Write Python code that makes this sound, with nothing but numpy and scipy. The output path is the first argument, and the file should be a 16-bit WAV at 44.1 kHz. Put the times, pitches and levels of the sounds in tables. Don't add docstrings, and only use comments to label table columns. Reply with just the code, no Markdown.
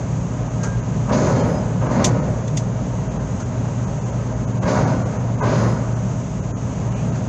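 import sys
import numpy as np
from scipy import signal
from scipy.fft import rfft, irfft
from scipy.io import wavfile
from scipy.ndimage import uniform_filter1d

SR = 44100
rng = np.random.default_rng(int(sys.argv[2]) if len(sys.argv) > 2 else 0)


def int16_out(signal):
    q = np.round(np.clip(np.atleast_2d(signal).T, -1, 1) * 32767)
    wavfile.write(sys.argv[1], SR, q.astype(np.int16))


def ratio_of_db(decibels):
    return 10 ** (np.asarray(decibels, float) / 20)


N = 321048
T = np.arange(N) / SR


def rms_one(x):
    return x / np.sqrt(np.mean(x ** 2) + 1e-20)


def in_time(rows):
    s, level_db = np.transpose(rows)
    return np.interp(T, s, level_db)


def drift(rate):
    step = 40
    r = np.exp(-2 * np.pi * step * rate / SR)
    slow = signal.lfilter([1], [1, -2 * r, r * r], rng.standard_normal(N // step + 4002))[4000:]
    return np.interp(np.arange(N) / step, np.arange(len(slow)), rms_one(slow - slow.mean()))


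def colour(x, spectrum):
    hz = np.maximum(np.fft.rfftfreq(N, 1 / SR), 1)
    points = np.array(spectrum)
    level_db = np.interp(np.log(hz), np.log(points[:, 0]), points[:, 1], left=-70, right=-90)
    return rms_one(irfft(rfft(x) * ratio_of_db(level_db), N))


def resonate(x, hz, width_hz):
    r = np.exp(-np.pi * abs(width_hz) / SR)
    zeros = [(1 - r * r) / 2, 0, (r * r - 1) / 2]
    poles = [1, -2 * r * np.cos(2 * np.pi * hz / SR), r * r]
    return signal.lfilter(zeros, poles, x)


def body(x, modes, wander_db=0):
    out = np.zeros(N)
    for k, (hz, width_hz, db) in enumerate(modes):
        strength_db = db + wander_db * drift(6.3) if wander_db else db
        out += (-1) ** k * ratio_of_db(strength_db) * resonate(x, hz, width_hz)
    return out


def grains(per_s, spread_db):
    size = ratio_of_db(spread_db * np.minimum(rng.exponential(1, N), 4)) * rng.choice([-1, 1], N)
    return rms_one(size * (rng.random(N) < per_s / SR))


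def tone(hz, wobble_hz):
    phase = 2 * np.pi * np.cumsum(hz + wobble_hz * drift(1.72)) / SR
    return np.sqrt(2) * np.sin(phase + rng.uniform(0, 2 * np.pi))


# (wheel meets the edge [s], climb to full weight [s], time on the plates [s],
# bright shaking [dB], deep shaking [dB])
AXLES = [
    (1.068, .025, .35, -20, -19.5),
    (1.791, .17, .29, -21, -19.8),
    (4.605, .055, .28, -19.5, -20.8),
    (5.385, .055, .27, -19.5, -22),
]


def load(column, sag, lag_s, steep, first_fall, late_fall, offset_db):
    touch_s, touch_db, silent_db = 0.028, -6.5, -38.5
    first_fall_s = 0.14
    power = 0
    for axle in AXLES:
        start, climb, stay = axle[:3]
        age = T - start - lag_s
        after = np.maximum(T - start - stay, 0)
        step_db = touch_db * min(climb / 0.12, 1)
        rise_db = np.interp(age, [0, touch_s, touch_s + climb], [silent_db, step_db, 0])
        sag_db = sag * np.clip(age - climb, 0, stay)
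        fall_db = first_fall * np.minimum(after, first_fall_s)
        fall_db = fall_db + late_fall * np.maximum(after - first_fall_s, 0)
        power = power + ratio_of_db(axle[column] + offset_db + steep * rise_db - sag_db - fall_db) ** 2
    return power ** .5


# (time [s], shaking [dB], rattle [dB])
SLAMS = [
    (1.12, -27, -33.5),
    (1.99, -21, -48),
    (4.675, -25, -33.5),
    (4.76, -24, -49),
    (5.6, -29, -47),
]


def slams(column):
    rise_s, decay_s = .012, .027
    out = np.zeros(N)
    for slam in SLAMS:
        age = np.maximum(T - slam[0], 0)
        out += 2 * ratio_of_db(slam[column]) * (1 - np.exp(-age / rise_s)) * np.exp(-age / decay_s)
    return out


# (frequency [Hz], width [Hz], level [dB])
PLATE = [(400, 84, -10), (527, 67.5, -7.5), (614.4, 53, -6.5), (733, 214, -15.5), (974, 90, -11.5),
         (1048, 36, -12.5), (1144, 34, -15), (1258, 57, -18), (1482, 56, -18.5), (1623, 70, -22.5),
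         (1970, 390, -32.5), (2130, 25, -23), (2230, 680, -36)]
# (frequency [Hz], width [Hz], level [dB])
BEAM = [(70, 37, -10.5), (130, 45, -2), (201, 50, -2.5), (255, 51.5, -5)]
# (frequency [Hz], density [dB per Hz])
RATTLE = [(1200, -12.5), (2000, 5.5), (3200, 1.5), (5000, 8), (7000, -12.5), (8200, -24), (9500, -32.5),
          (12000, -46.5)]


def ramp():
    bumps = grains(per_s=2500, spread_db=2.0)
    flex = rms_one(body(bumps, BEAM))
    deep = body(bumps, PLATE[:4], wander_db=1.3)
    bright = body(bumps, PLATE[4:], wander_db=1.3)
    scale = np.sqrt(np.mean((deep + bright) ** 2))
    rattle = colour(grains(per_s=8000, spread_db=2.5), RATTLE)
    jolt = ratio_of_db(.5 * drift(25))

    deep_sag, bright_sag = 1.5, 14.2
    flex_gain = load(4, deep_sag, lag_s=.015, steep=.9, first_fall=45, late_fall=60, offset_db=1.2)
    deep_gain = load(4, deep_sag, lag_s=.006, steep=1.0, first_fall=55, late_fall=33, offset_db=-.9)
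    bright_gain = load(3, bright_sag, lag_s=0, steep=.8, first_fall=55, late_fall=28, offset_db=-1.07)
    rattle_gain = load(3, bright_sag, lag_s=.02, steep=2.1, first_fall=100, late_fall=45, offset_db=-20)

    shaking = slams(column=1)
    plates = (np.hypot(deep_gain, shaking) * deep + np.hypot(bright_gain, shaking) * bright) / scale
    chatter = np.hypot(rattle_gain, slams(column=2)) * rattle
    return flex_gain * flex + jolt * (plates + chatter)


# (time [s], hold [s], level [dB])
CRUSH = [
    (1.107, 0.18, -43.5),
    (1.877, .08, -49),
    (4.67, .1, -46.5),
    (5.5, .08, -47.5),
]
# (frequency [Hz], density [dB per Hz])
GRIT_COLOUR = [(3000, -15.5), (4300, 2.5), (5500, -2.5), (7000, -4), (8200, -16.5), (9500, -36.5)]


def grit():
    rise_s, fall_db_per_s = 0.033, 100
    gain = np.zeros(N)
    for s, hold, db in CRUSH:
        swell = np.clip((T - s) / rise_s, 0, 1) ** 2
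        gain += swell * ratio_of_db(db - fall_db_per_s * np.maximum(T - s - hold, 0))
    return gain * colour(grains(per_s=9000, spread_db=1.0), GRIT_COLOUR)


# (start [s], length [s], level [dB], extra level of its weaker partials [dB])
BAR_SPELLS = [
    (1.335, .12, 2, 2.5),
    (1.48, .14, 2, -10),
    (4.72, .3, -4, .5),
    (5.44, .36, -1.5, -1.5),
]
# (frequency [Hz], level [dB rms], joins [share of spell], leaves [share of spell])
BAR = [(5047, -52, 0, 1), (4245, -57, -.2, 1.1), (3145, -60, 0, 1.1), (2159, -55, -.1, .3),
       (7235, -66, .35, .85), (2813, -61, .4, .85)]
# (start [s], length [s], level [dB], level of its side partials [dB])
SHACKLE_SPELLS = [
    (1.24, .11, -63, -82),
    (1.43, .16, -72, -67),
    (4.675, .17, -63, -75),
    (4.93, .04, -69, -85),
    (5.49, .29, -65, -71),
]
# (frequency [Hz], level [dB], joins [share of spell], leaves [share of spell])
SHACKLE_SIDES = [(11125, 0, .1, .7), (10735, -1, .1, .6), (10945, 0, .05, .95), (8420, -3, .1, .6)]
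# (start [s], end [s], frequency [Hz], level [dB rms])
LINK = [
    (.585, .77, 1606, -44.5),
    (.62, .72, 8500, -68),
]


def singing():
    notes = []
    for s, length, spell_db, weak_db in BAR_SPELLS:
        for hz, db, joins, leaves in BAR:
            level_db = db + spell_db + weak_db * (hz != BAR[0][0])
            notes.append((s + joins * length, s + leaves * length, hz, level_db))
    for s, length, main_db, side_db in SHACKLE_SPELLS:
        notes.append((s, s + length, 10870, main_db))
        for hz, db, joins, leaves in SHACKLE_SIDES:
            notes.append((s + joins * length, s + leaves * length, hz, side_db + db))

    out = np.zeros(N)
    for start, end, hz, level_db in notes + list(LINK):
        part = slice(int(start * SR), int(end * SR))
        size = part.stop - part.start
        swell = np.sin(np.linspace(0, np.pi, size)).clip(0) ** .35
        flutter = np.interp(np.arange(size), np.linspace(0, size, num=8), rng.standard_normal(8))
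        phase = 2 * np.pi * np.cumsum(hz * (1 + .0008 * flutter)) / SR
        out[part] += ratio_of_db(level_db + 5 + 2.5 * flutter[::-1]) * swell * np.sin(phase)
    return out


# (time [s], peak [dB], fall by 60 dB [s], low knock [dB], hardness [dB])
CLICKS = [
    (.631, -33.5, 0.14, -25, -12),
    (2.041, -14, 0.086, -33, 0),
    (2.476, -38.5, 0.056, -56, -1),
    (2.569, -25.5, 0.075, -50, -1),
    (3.398, -44, 0.24, -31.5, -10),
    (4.684, -42, 0.067, -52, -4),
    (7.154, -45, 0.2, -45, -12),
]
# (frequency [Hz], density [dB per Hz])
CLICK = [(1200, -26.5), (2000, 0), (3000, -2), (3500, -5.5), (4000, 0.5), (5000, 5), (6600, -0.5),
         (8500, -4.5), (9800, -21), (11000, -13), (12000, -20.5)]
# (frequency [Hz], width [Hz], level [dB])
PANEL = [(1950, 200, -5), (2450, 250, -7), (3520, 260, 0), (4900, 300, -11)]


def clicks():
    crack = colour(rng.standard_normal(N), CLICK)
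    panel = rms_one(body(rng.standard_normal(N), PANEL))
    knock = rms_one(body(rng.standard_normal(N), [(344, 37, 4.0), (1400, 210, -5)]))
    top = signal.sosfiltfilt(signal.butter(6, 8800, "high", fs=SR, output="sos"), crack)
    out = np.zeros(N)
    for s, peak_db, t60, knock_db, hard_db in CLICKS:
        snap = crack - top + ratio_of_db(1.2 * hard_db) * top
        rise_s = 0.0025 * ratio_of_db(.35 * (peak_db + 28.5))
        for lag, gain_db in ((0, 0.5), (.024, -22)):
            age = np.maximum(T - s - lag, 0)
            out += ratio_of_db(peak_db + gain_db - 60 * age / t60) * (1 - np.exp(-age / rise_s)) * snap
        late = np.maximum(T - s - .003, 0)
        out += ratio_of_db(peak_db + hard_db) * (1 - np.exp(-late / .0015)) * np.exp(-late / .007) * panel
        out += ratio_of_db(knock_db) * (1 - np.exp(-late / 0.0024)) * np.exp(-late / 0.028) * knock
    return out


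def scuff():
    start, length, hz, width_hz = 6.87, .22, 2600, 1000
    swell = np.sin(np.pi * np.clip((T - start) / length, 0, 1))
    drag = rms_one(resonate(resonate(rng.standard_normal(N), hz, width_hz), hz, width_hz))
    streaks = rms_one(sum(resonate(drag, hz * share, 30) for share in (.83, .94, 1.04, 1.13)))
    return ratio_of_db(-52.5) * swell * (drag + .8 * streaks)


# (time [s], level [dB])
HUM = [(0.0, -27), (1.21, -24.5), (1.32, -30.5), (1.8, -23), (1.92, -32), (2.17, -23), (2.21, -34),
       (2.31, -24), (3.08, -28), (3.14, -34), (3.53, -27), (4.6, -27), (5.56, -20.5), (6.39, -28.5),
       (7.2, -24.5), (7.28, -28.5)]
# (frequency [Hz], level [dB rms])
ORDER_LINES = [(45.2, -45.5), (57.2, -40), (68.6, -43), (96.2, -39), (137.9, -37.5), (181, -41.5),
               (191.1, -37.5), (633, -48.5)]
# (time [s], level [dB])
DECK = [(0, -26), (.8, -25.5), (1.7, -24.5), (2.6, -26), (3.6, -26), (4.5, -25.5), (5.3, -26), (6.1, -28),
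        (6.8, -25.5), (7.28, -24)]
# (frequency [Hz], density [dB per Hz])
ROAR = [(28, -40), (40, -21.5), (52, -3.5), (110, -5.5), (190, -2), (270, -7), (320, -14), (620, -15.5),
        (700, -16.5), (1000, -23), (1700, -30), (3500, -41.5), (5200, -42)]
# (frequency [Hz], width [Hz], level [dB])
DECK_MODES = [(125.2, 4.3, 8.5), (180.7, 12, -1), (260.5, 4.9, -1.5), (409.6, 16, -3), (542, 150, -9.5),
              (623.4, 12, 0), (932, 59, -1.5), (1033, 17, 3), (1142, 20, -4.5), (1264, 20, 3),
              (1560, 32, -4.5)]
# (frequency [Hz], density [dB per Hz])
HISS = [(1500, -6.5), (2700, -0.5), (4000, -8), (5500, -2.5), (7200, -7), (8000, -5.5), (8600, -11.5),
        (9500, -26), (12000, -29.5)]


def engine():
    hum_db = in_time(HUM)
    main_db = -.8 + hum_db + 2.4 * drift(5.0)
    second_db = -33.5 + .3 * (hum_db - hum_db.mean()) + 4.0 * drift(5.0)
    out = ratio_of_db(main_db) * tone(116.54, wobble_hz=0.7)
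    out += ratio_of_db(second_db) * tone(150.9, wobble_hz=1.2)
    for hz, level_db in ORDER_LINES:
        out += ratio_of_db(level_db + 2.3 * drift(0.74)) * tone(hz, wobble_hz=0.33)

    roar_db = in_time(DECK)
    roar = colour(rng.standard_normal(N), ROAR)
    ringing = sum(ratio_of_db(db) * resonate(roar, hz, width_hz) for hz, width_hz, db in DECK_MODES)
    out += ratio_of_db(roar_db + 0.5 * drift(3.0)) * rms_one(roar + ringing)

    hiss_db = -51 + .05 * (roar_db - roar_db.mean()) + 0.72 * drift(3.3)
    return out + ratio_of_db(hiss_db) * colour(rng.standard_normal(N), HISS)


def scene():
    inside = engine() + singing() + clicks() + scuff()
    shell = signal.butter(8, 8300, fs=SR, output="sos")
    return (inside + signal.sosfilt(shell, ramp() + grit()))[None, :]


def gain_control(x, ceiling_db, ratio):
    level_db = 10 * np.log10(uniform_filter1d(x ** 2, size=700) + 1e-12)
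    over_db = uniform_filter1d(np.maximum(level_db - ceiling_db, 0), size=300)
    return x * ratio_of_db(-ratio * over_db)


THINNED = [.493, .818, 1.422, 1.887, 2.212, 3.094, 3.187, 3.442, 3.86, 4.0, 4.046, 4.116, 4.348, 4.534,
           4.859, 5.045, 5.184, 5.37, 5.95, 6.415, 6.902, 6.949, 7.111]
BADLY_THINNED = [4.464, 4.603, 5.416, 6.531, 6.554]


def drop_weak_lines(x, top_db, top_hz):
    frame, lead = 1024, 774
    window = np.sin(np.pi * (np.arange(2 * frame) + .5) / (2 * frame))
    hz, s, lines = signal.stft(np.pad(x, (lead, 0)), SR, window, 2 * frame, frame)
    wander = ratio_of_db(1.6 * drift(12)[(s * SR).astype(int).clip(0, N - 1)])
    threshold = np.where(hz[:, None] > top_hz, ratio_of_db(top_db), 0) * wander
    middle = (hz > 2800) & (hz < 5500)
    for moments, lift_db in ((THINNED, 4.6), (BADLY_THINNED, 8.3)):
        for at in moments:
            k = np.argmin(abs(s - lead / SR - at))
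            typical = np.median(abs(lines[middle, k]))
            masking = (uniform_filter1d(abs(lines[:, k]), size=40) / typical) ** .45
            threshold[:, k] = np.maximum(threshold[:, k], ratio_of_db(lift_db) * typical * masking)
    kept = lines * (abs(lines) > threshold)
    return signal.istft(kept, SR, window, 2 * frame, frame)[1][lead:lead + N]


def band_limit(x):
    return signal.sosfilt(signal.butter(12, 12250, fs=SR, output="sos"), x)


def record(dry):
    port = resonate(resonate(dry, 6560, 1500), 6560, 1500)
    x = dry + ratio_of_db(10.5) * port
    x = gain_control(x[0], ceiling_db=-16, ratio=0.49)
    x = 0.92 * np.tanh(x / 0.86)
    mix = drop_weak_lines(x, top_db=-79.0, top_hz=7540)[None, :]
    return band_limit(mix)


dry = scene()
out = record(dry)
int16_out(out)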